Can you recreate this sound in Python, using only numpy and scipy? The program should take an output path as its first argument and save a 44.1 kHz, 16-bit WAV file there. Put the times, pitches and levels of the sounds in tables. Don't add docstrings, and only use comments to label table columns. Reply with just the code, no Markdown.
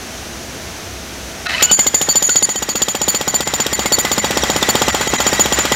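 import sys
import numpy as np
from scipy import signal
from scipy.fft import rfft, irfft, next_fast_len
from scipy.io import wavfile
from scipy.ndimage import uniform_filter1d, map_coordinates

SR = 44100
rng = np.random.default_rng(int(sys.argv[2]) if len(sys.argv) > 2 else 0)


def makeup_ratio(level_db):
    decades = np.asarray(level_db, float) / 20
    return 10 ** decades


def file_out(sig):
    cols = np.atleast_2d(sig).T
    lim = np.clip(cols, -1, 1)
    pcm = np.round(lim * 32767).astype(np.int16)
    wavfile.write(sys.argv[1], SR, pcm)


N = 253575

# delay [ms], pitch [Hz], half length [ms], level [dB]
STROKE = [
    (-1.6, 410, 1.8, 0),
    (1.4, 200, 2.2, -9),
    (-4.2, 1900, .6, -9),
    (-3.2, 800, .9, -8),
    (.45, 1250, .6, -6),
    (5.4, 1220, 1.2, -9),
    (7.3, 850, 2, -12),
    (21.5, 2000, .6, -9),
    (26.1, 1900, .6, -10),
]
# pitch [Hz], level [dB], t60 [s]
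HOUSING = [(144.7, -22.5, 0.36), (208.8, -9.5, 0.073), (280, -40, 0.016), (581, -18, 0.1),
           (766.6, -6, 0.044), (851, -11, 0.055), (1067, -25, 0.035), (3235, -12.5, 0.068),
           (5580, -15, 0.024)]
# start [s], chisel ring [dB], free bounce [ms], twin against main ring [dB]
RINGING_BLOWS = [(1.6246, -11, 35, 0.5), (1.7128, -8.5, 39, -3), (1.7913, -11, 21, 0), (1.866, -11.5, 22.4, -5),
                 (1.9434, -8, 16, -2), (2.0139, -17.5, 22, 3.5), (2.088, -13, 41, -2), (2.1557, -7.5, 29, -18),
                 (2.2239, -18, 61, 5), (2.2923, -17, 65, 2), (2.3575, -18, 36, 6), (2.425, -10.5, 31, 2.5),
                 (2.4909, -19.5, 36, 3), (2.5585, -22.5, 34, 0), (2.6242, -23, 16.4, 2), (2.6899, -24.5, 30, 6.5),
                 (2.755, -20.5, 28, 3.5), (2.8189, -14, 19.4, -1), (2.884, -19.5, 40, -1), (2.9505, -26, 25, 1),
                 (3.0152, -17.5, 31, -3), (3.0812, -12, 26, -3.5), (3.1464, -18, 31, -1.5), (3.2114, -26, 19, -8),
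                 (3.2776, -18, 34, -3), (3.342, -10, 28.5, -30), (3.4061, -26, 58, -18), (3.474, -18, 18, -8),
                 (3.538, -18.5, 30, -7), (3.6009, -14.5, 29, -10),
                 (3.665, -36, 22, -7), (3.729, -16.5, 28, -12), (3.7925, -26, 44, 2.5), (3.858, -20, 28, -9),
          (3.9212, -11.5, 34, -8), (3.9856, -16, 30, -3), (4.1157, -19, 27, 3), (4.18, -17.5, 29, -22),
          (4.2441, -24, 29, -2), (4.3083, -28, 10, -2), (4.3723, -26.5, 26, 2), (4.4996, -20.5, 22, 2),
          (4.5627, -23.5, 29, -8), (4.689, -13, 21.5, -15), (4.7534, -26, 44, -6), (4.8182, -20.5, 23, -2),
          (4.8823, -29, 50, -3), (4.9473, -24.5, 22, 1), (5.0105, -23, 25, -7), (5.0742, -22.5, 30, 2),
          (5.1371, -29, 42, 2), (5.203, -21, 26, 0.5), (5.2666, -16, 26, -5), (5.33, -22.5, 31, -1),
          (5.396, -13, 26.5, 2), (5.5236, -14, 30, -9), (5.5886, -17.5, 35, -7), (5.72, -25, 32, 0)]
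DEAD_S = [4.0499, 4.4362, 4.6265, 5.4581, 5.653]
DEAD_RING = (-43, 47, -2)
GLANCING_S, GLANCING_DB = [2.088, 2.5585, 3.729, 5.0742], -6.5
# pitch [Hz], level [dB]
CRACK_COLOUR = [(300, -28), (1200, -6), (2000, -11.5), (3300, 2), (4200, -3.5), (5200, -1.5), (6200, -6.5),
                (7500, -1.5), (10000, -22.5), (14000, -8), (16000, -26)]
# pitch [Hz], level [dB], share of the gain swing
PINGS = [(1443, -30, 0.37), (2020, -15.5, 1.5), (3210, -34, .4), (1400, -27.5, 0.82)]
# start [s], pitch [Hz], level [dB]
LOUD_PINGS = [(1.6246, 1440, -20), (1.7913, 2095, -14.5), (1.866, 2100, -19), (1.9434, 2040, -17.5),
              (2.2923, 1450, -14.5), (2.5585, 3080, -21.5), (3.7925, 5560, -35), (4.2441, 3790, -19),
              (4.6263, 3560, -11.5), (5.203, 1395, -18), (5.2666, 1980, -17)]
# pitch [Hz], level [dB]
CHISEL = [
    [(7046, -1.5), (7120, -11.5), (7200, -17), (7270, -18)],
    [(6780, -4.5), (6835, -7.5)],
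    [(4445, 1), (4640, 0.5)],
    [(9300, -3), (9610, -5.5), (12100, -7.5), (12400, -37)],
    [(13785, -1), (15300, -14), (15600, -19)],
]
# start [s], level [dB]
SQUARE = [(1.6246, 0.5), (1.7128, -4), (2.088, 2), (2.2239, -2), (2.755, 3), (2.6242, 4), (2.6899, 7),
          (3.0812, 6), (3.9212, 6), (3.9856, 3.5), (4.689, 9), (5.396, 7), (3.342, 0.5), (4.1157, 6),
          (2.8189, -0.5), (3.0152, -6), (3.474, -12), (3.538, -4), (3.6009, -0.5), (5.2666, -1),
          (5.5886, -15)]
# start [s], level [dB]
MUFFLE = [
    (2.75, -10),
    (2.82, -14.5),
    (5.7, -17.5),
]
CHOKED_S, CHOKED_DB = [1.6246, 1.866, 2.425, 2.5585, 2.6242], -7.5
# start [s], tooth rate [Hz]
GEARS = [
    (1.458, 602),
    (1.55, 986),
    (1.61, 1332),
    (1.7, 1490),
    (2.0, 1746),
    (2.2, 1900),
    (3.2, 1935),
    (5.75, 1922),
]
# pitch [Hz], level [dB]
TEETH = [(900, -12), (1500, -9), (1950, -3), (2900, 3), (3900, -2), (5800, -1), (8000, -20)]
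# start [s], level [dB]
START = [
    (1.455, -31),
    (1.463, -17),
    (1.595, -18),
    (1.605, -12),
    (1.683, -33),
    (1.703, -24),
    (1.72, -26),
]
# pitch [Hz], width [Hz], level [dB]
GEARBOX = [(670, 51, 0), (1300, 200, -2.5), (1900, 310, 2), (2604, 76, 6.5), (2990, 91, 0),
           (4000, 640, -3.5), (5470, 1900, -13)]
# pitch [Hz], level [dB]
RUSH = [(60, -46), (150, -7.5), (600, -6.5), (1200, -1.5), (1950, -3.5), (2430, -4), (5780, -12),
        (6300, -26), (7020, -0.5), (8900, -29), (14000, -73), (16000, -28)]
# pitch [Hz], level [dB per Hz]
HALL = [(30, -23), (50, -17), (65, -3.5), (127, -14), (357, -13), (499, -17), (718, -15), (1030, -21),
        (1530, -19), (4940, -23.5), (6180, -19.5), (7950, -29.5), (11400, -32.5), (16000, -38.5)]
# pitch [Hz], width [Hz], level [dB]
HUM = [(57, 7.3, -11.5), (103.4, 13, -31), (235.4, 37, -15), (658, 6.7, -13)]
# pitch [Hz], t60 [s]
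REVERB = [(100, 0.34), (1000, 0.36), (5000, 2), (15000, 2.7)]
# start [s], level [dB]
GAIN = [(1.5, -3.5), (1.8, -7.5), (2.3, -9.5), (3, -9), (3.6, -5.5), (4.2, -3), (4.6, -0.5), (5.3, -0.15),
        (5.75, -1)]
STARVED = [1.470, 1.752, 2.429, 2.562, 2.736, 3.437, 3.737, 4.201, 4.908, 5.079, 5.165]
# pitch [Hz], level under the loudest partial [dB]
MASK = [(7900, -120), (8100, -41), (8950, -41), (9200, -58), (10500, -49), (11200, -58), (14100, -58),
        (14500, -47)]

THUMP_DB, THUMP_FOLLOWS = -7.5, 0.59
GLANCING_THUMP_DB, REBOUND_GROWS_DB_PER_S = -2.5, 1.44
CRACK_DB, CRACK_FRESH_DB, CRACK_SETTLE_S, CRACK_SCATTER_DB = -9.5, 8.5, 0.21, 1.9
SNAP = 0.48
LANDING_DB, LANDING_T60_S = -14, 0.0081
CHATTER_DB, CHATTER_HZ = -34, 7000
PING_SCATTER_DB = 3.5
FAMILY_DB, FAMILY_LAG, FAMILY_SCATTER_DB, TYPICAL_RING_DB = [-16, -20, -17], [0.35, 0.15, 0.18], 2.5, -19
MUFFLE_SCATTER_DB = 2.5
SIDE_CHOKE = 1.4
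SWITCH_S, SPIN_UP_END_S = 1.458, 1.73
WHINE_DB, WHINE_FOLLOWS, SPIN_UP_DB = -23, 0.97, 9
SPIN_UP_DULL_DB = -5
RUSH_DB, RUSH_FOLLOWS, RUSH_RISE_S = -22.5, 1.12, 0.26
HALL_DB, HALL_FOLLOWS = -35.5, 1.04
FAN_HZ, FAN_DB = 65.1, -3
TOP_HZ = 15900


def thump():
    track = np.zeros(N)
    t = np.arange(SR // 10) / SR
    u = t - .007
    times, *_, gain_db = blows()
    thump_db = THUMP_DB + THUMP_FOLLOWS * gain_db + 1.2 * rng.standard_normal(len(times))
    thump_db[nearest(GLANCING_S[1:])] += GLANCING_THUMP_DB
    for s, db in zip(times, thump_db):
        swings = 0
        for ms, hz, half_ms, level in STROKE:
            v = u - ms / 1000
            swing_db = level + rng.normal(0, 1)
            if 4 < ms < 10:
                swing_db += REBOUND_GROWS_DB_PER_S * (s - 3.5)
            swings = swings + makeup_ratio(swing_db) * np.exp(-(1000 * v / half_ms) ** 2) * -np.cos(2 * np.pi * hz * v)
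        ring = 0
        for hz, level, t60 in HOUSING:
            ring = ring + makeup_ratio(level + rng.normal(0, 1.85) - 60 * abs(u) / t60) * np.sin(2 * np.pi * hz * u)
        add(track, s - .007, makeup_ratio(db) * (swings - (u > 0) * ring))
    return filtered(track, lambda hz: (1j * hz / (90 + 1j * hz)) ** 2)


def crack():
    burst, pings, chatter = np.zeros(N), np.zeros(N), np.zeros(N)
    t = np.arange(SR // 16) / SR
    rise = 1 - np.exp(-(t / 0.0019) ** 2)
    times, _, bounces, _, gain_db = blows()
    luck = rng.standard_normal((len(times), 3))
    fresh_db = CRACK_FRESH_DB * np.exp((times[0] - times) / CRACK_SETTLE_S)
    crack_db = CRACK_DB + fresh_db + CRACK_SCATTER_DB * luck[:, 0]
    crack_db[nearest(GLANCING_S)] += GLANCING_DB

    base_hz, base_db, follows = np.array(PINGS)[rng.integers(len(PINGS), size=len(times))].T
    part_hz = base_hz * (1 + .03 * luck[:, 1])
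    part_db = base_db + follows * gain_db + PING_SCATTER_DB * luck[:, 2]
    loud_s, loud_hz, loud_db = np.transpose(LOUD_PINGS)
    part_hz[nearest(loud_s)] = loud_hz
    part_db[nearest(loud_s)] = loud_db

    for s, db, bounce_ms, hz, ping_db in zip(times, crack_db, bounces, part_hz, part_db):
        free_s = bounce_ms / 1000
        decay = SNAP * makeup_ratio(-60 * abs(t - .002) / 0.0054) + makeup_ratio(-60 * t / 0.023) + 0.16 * makeup_ratio(-60 * t / 0.12)
        add(burst, s - .001, makeup_ratio(db + 7.5) * decay * rng.standard_normal(len(t)) * rise)
        tick_db = db + 4.5 + LANDING_DB + rng.normal(0, 3)
        tick = makeup_ratio(tick_db - 60 * t / LANDING_T60_S) * rng.standard_normal(len(t))
        add(burst, min(s + free_s, N / SR), tick * rise)
        grit_size = makeup_ratio(db + CHATTER_DB + rng.normal(0, 6))
        add(chatter, s, grit_size * (t < free_s) * rng.standard_normal(len(t)))
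        add(pings, s, makeup_ratio(ping_db + 5.5 - 60 * t / 0.049) * np.sin(2 * np.pi * hz * t) * rise)
    coloured = filtered(burst, lambda hz: makeup_ratio(along(CRACK_COLOUR, hz)))
    bright = filtered(chatter, lambda hz: (1j * hz / (CHATTER_HZ + 1j * hz)) ** 2)
    return coloured + pings + bright


def chisel():
    track = np.zeros(N)
    t = np.arange(SR // 10) / SR
    times = blows()[0]
    choke = np.interp(times, *np.transpose(MUFFLE))
    choke[nearest(CHOKED_S)] += CHOKED_DB
    side = np.zeros(len(times))
    square_s, square_db = np.transpose(SQUARE)
    side[nearest(square_s)] = square_db
    for s, db, bounce_ms, twin_db, _, side_db, choke_db in zip(*blows(), side, choke):
        luck = rng.standard_normal(4)
        muffle_db = choke_db + MUFFLE_SCATTER_DB * luck[0]
        lag_db = np.multiply(FAMILY_LAG, db - TYPICAL_RING_DB)
        sides_db = side_db + np.array(FAMILY_DB) - lag_db + FAMILY_SCATTER_DB * luck[1:]
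        landed = 1 / (1 + np.exp(-(t - bounce_ms / 1000) / 0.00025))
        fade_db = -60 * t / .5 - 60 * np.maximum(t - .055, 0) / 0.14
        shape = makeup_ratio(db + 5.0 + fade_db + muffle_db * landed) * (1 - np.exp(-t / 0.0027))
        for modes, share_db in zip(CHISEL, (0, twin_db, *sides_db)):
            for k, (hz, level) in enumerate(modes):
                spread = rng.standard_normal(3)
                lesser = min(k, 1)
                waver = np.interp(t, np.linspace(0, t[-1], num=13), rng.standard_normal(size=13))
                slip = (.5 + .6 * lesser) * waver * (1 + abs(np.log(hz / 7000)))
                strength = makeup_ratio(lesser * 4.5 * spread[2] + (1.5 + 2 * lesser) * waver[::-1])
                tone = np.sin(2 * np.pi * hz * (1 + 0.0011 * spread[0]) * t + 3 * spread[1] + slip)
                extra_db = (abs(hz - 7000) > 1000) * (SIDE_CHOKE - 1) * muffle_db * landed
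                add(track, s, shape * makeup_ratio(share_db + level + extra_db) * strength * tone)
    return track


def motor():
    until, since = crank()
    tooth_hz = curves(GEARS)[0]
    gain_db = curves(GAIN)[0]
    running = np.arange(N) / SR - SWITCH_S
    spinning_up = running < SPIN_UP_END_S - SWITCH_S

    load = makeup_ratio(2.5 * wobble(15)) * np.exp(-((until - .012 - .002 * wobble(15)) / .0055) ** 2)
    sag = (.034 + .01 * wobble(15) - .018 * spinning_up) * np.tanh((until - .012) / 0.0054)
    turn = 2 * np.pi * np.cumsum(tooth_hz * (1 + sag + .015 * wobble(70))) / SR
    whine = 0
    for k in range(1, 5):
        share = makeup_ratio(along(TEETH, k * tooth_hz) + 2.5 * wobble(120)) * (load + .7 / k ** 2)
        whine = whine + share * makeup_ratio(spinning_up * SPIN_UP_DULL_DB * abs(k - 2)) * np.sin(k * turn)
    whine_db = WHINE_DB + np.where(spinning_up, SPIN_UP_DB, WHINE_FOLLOWS * gain_db)

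    rush_size = makeup_ratio(RUSH_DB + RUSH_FOLLOWS * gain_db) * np.clip(running / RUSH_RISE_S, 0, 1)
    flare = 1 + .8 * np.exp(-since / .012)
    rush = rush_size * makeup_ratio(-1 + 1.94 * wobble(40) + 0.67 * wobble(7.3)) * flare * noise(RUSH)

    knocks = rng.standard_normal(N) * makeup_ratio(3.1 * wobble(400))
    clatter_db = curves(START + [(1.76, -45)], before=-120)[0] - 2.5
    clatter = makeup_ratio(clatter_db) * unit(filtered(knocks, resonant(GEARBOX)))
    t = np.arange(SR // 20) / SR
    clack = makeup_ratio(-13 - 60 * t / 0.078) * np.sin(2 * np.pi * 1450 * t) * (1 - np.exp(-t / .0015))
    add(clatter, 1.461, clack)
    return (running > 0) * makeup_ratio(whine_db) * whine + rush + clatter


def crank():
    t = np.arange(N) / SR
    hits = np.r_[-1, 1.563, blows()[0], 5.785]
    after = np.searchsorted(hits, t)
    return hits[after] - t, t - hits[after - 1]


def blows():
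    rows = np.array(sorted(RINGING_BLOWS + [(s, *DEAD_RING) for s in DEAD_S]))
    return (*rows.T, np.interp(rows[:, 0], *np.transpose(GAIN)))


def nearest(times):
    return abs(blows()[0][:, None] - times).argmin(axis=0)


def reverb(x):
    hz, t, z = signal.stft(rng.standard_normal(SR), SR, nperseg=256)
    tail = signal.istft(z * makeup_ratio(-60 * t / along(REVERB, hz)[:, None]), SR, nperseg=256)[1]
    return signal.fftconvolve(np.pad(x, (700, 0)), tail / np.linalg.norm(tail))[:N]


def hall():
    hum = unit(filtered(rng.standard_normal(N), resonant(HUM)))
    fan_turn = 2 * np.pi * np.cumsum(FAN_HZ + 3 * wobble(5)) / SR
    drone = makeup_ratio(FAN_DB + 2.7 * wobble(4.9)) * np.sin(fan_turn)
    hiss = makeup_ratio(.4 * wobble(4)) * noise(HALL)
    size = makeup_ratio(HALL_DB + HALL_FOLLOWS * curves(GAIN)[0])
    return size * (makeup_ratio(10) * hiss + makeup_ratio(-1.0) * hum + drone)


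def unit(x):
    return x / np.sqrt(np.mean(x ** 2) + 1e-20)


def along(points, hz):
    f, v = np.transpose(points)
    return np.interp(np.log(hz + 1), np.log(f + 1), v)


def curves(rows, before=None):
    s, *cols = np.transpose(rows)
    return [np.interp(np.arange(N) / SR, s, c, left=before) for c in cols]


def wobble(rate):
    knots = rng.standard_normal(int(N * rate / SR) + 4)
    return map_coordinates(knots, [np.arange(N) * rate / SR])


def filtered(x, response):
    m = next_fast_len(N + SR // 2)
    return irfft(rfft(x, m) * response(np.fft.rfftfreq(m, 1 / SR)), m)[:N]


def resonant(peaks):
    def response(f):
        total = 0
        for k, (c, w, db) in enumerate(peaks):
            total = total + (-1) ** k * makeup_ratio(db) * 1j * f * w / (c * c - f * f + 1j * f * w)
        return total
    return response


def noise(spectrum):
    return unit(filtered(rng.standard_normal(N), lambda hz: makeup_ratio(along(spectrum, hz))))


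def add(track, s, sound):
    part = track[round(s * SR):][:len(sound)]
    part += sound[:len(part)]


def masked(x):
    hz, _, z = signal.stft(x, SR, nperseg=1024)
    level = uniform_filter1d(abs(z), size=12, axis=0)
    keep = level > makeup_ratio(along(MASK, hz))[:, None] * abs(z).max(axis=0)
    return signal.istft(z * keep, SR, nperseg=1024)[1][:N]


def starve(x, keep_db, rise, fall, depth):
    out = x.copy()
    t = np.arange(2048) / SR - .012
    window = np.hanning(len(t)) ** .5
    share = depth * np.clip(t / rise, 0, 1) * np.clip((fall + 0.009 - t) / fall, 0, 1)
    for s in STARVED:
        start = round((s - .012) * SR)
        at = slice(start, start + len(t))
        z = rfft(x[at] * window)
        strength = uniform_filter1d(abs(z), size=5)
        around = np.maximum(uniform_filter1d(abs(z), size=120), .45 * np.median(abs(z[:300])))
        kept = irfft(z * (strength > makeup_ratio(keep_db) * around), len(t))
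        out[at] = (1 - share) * x[at] + share * kept / (window + 0.019)
    return out


def scene():
    body, tip, steel = thump(), crack(), chisel()
    walls = makeup_ratio(-4) * reverb(filtered(body, lambda hz: 1j * hz / (500 + 1j * hz)))
    echoes = walls + makeup_ratio(-14.5) * reverb(tip) + makeup_ratio(-20.5) * reverb(steel)
    return (body + tip + steel + motor() + echoes + hall())[None]


def band_limit(x):
    return signal.sosfilt(signal.butter(12, 16670, fs=SR, output="sos"), x)


def record(dry):
    squashed = dry / (1 + np.abs(dry / .9) ** 6) ** (1 / 6)
    trimmed = filtered(squashed[0], lambda hz: 1 / (1 + (hz / TOP_HZ) ** 60))
    mix = starve(masked(trimmed), keep_db=3.5, rise=0.004, fall=0.014, depth=.85)[None]
    return band_limit(mix)


dry = scene()
out = record(dry)
file_out(out)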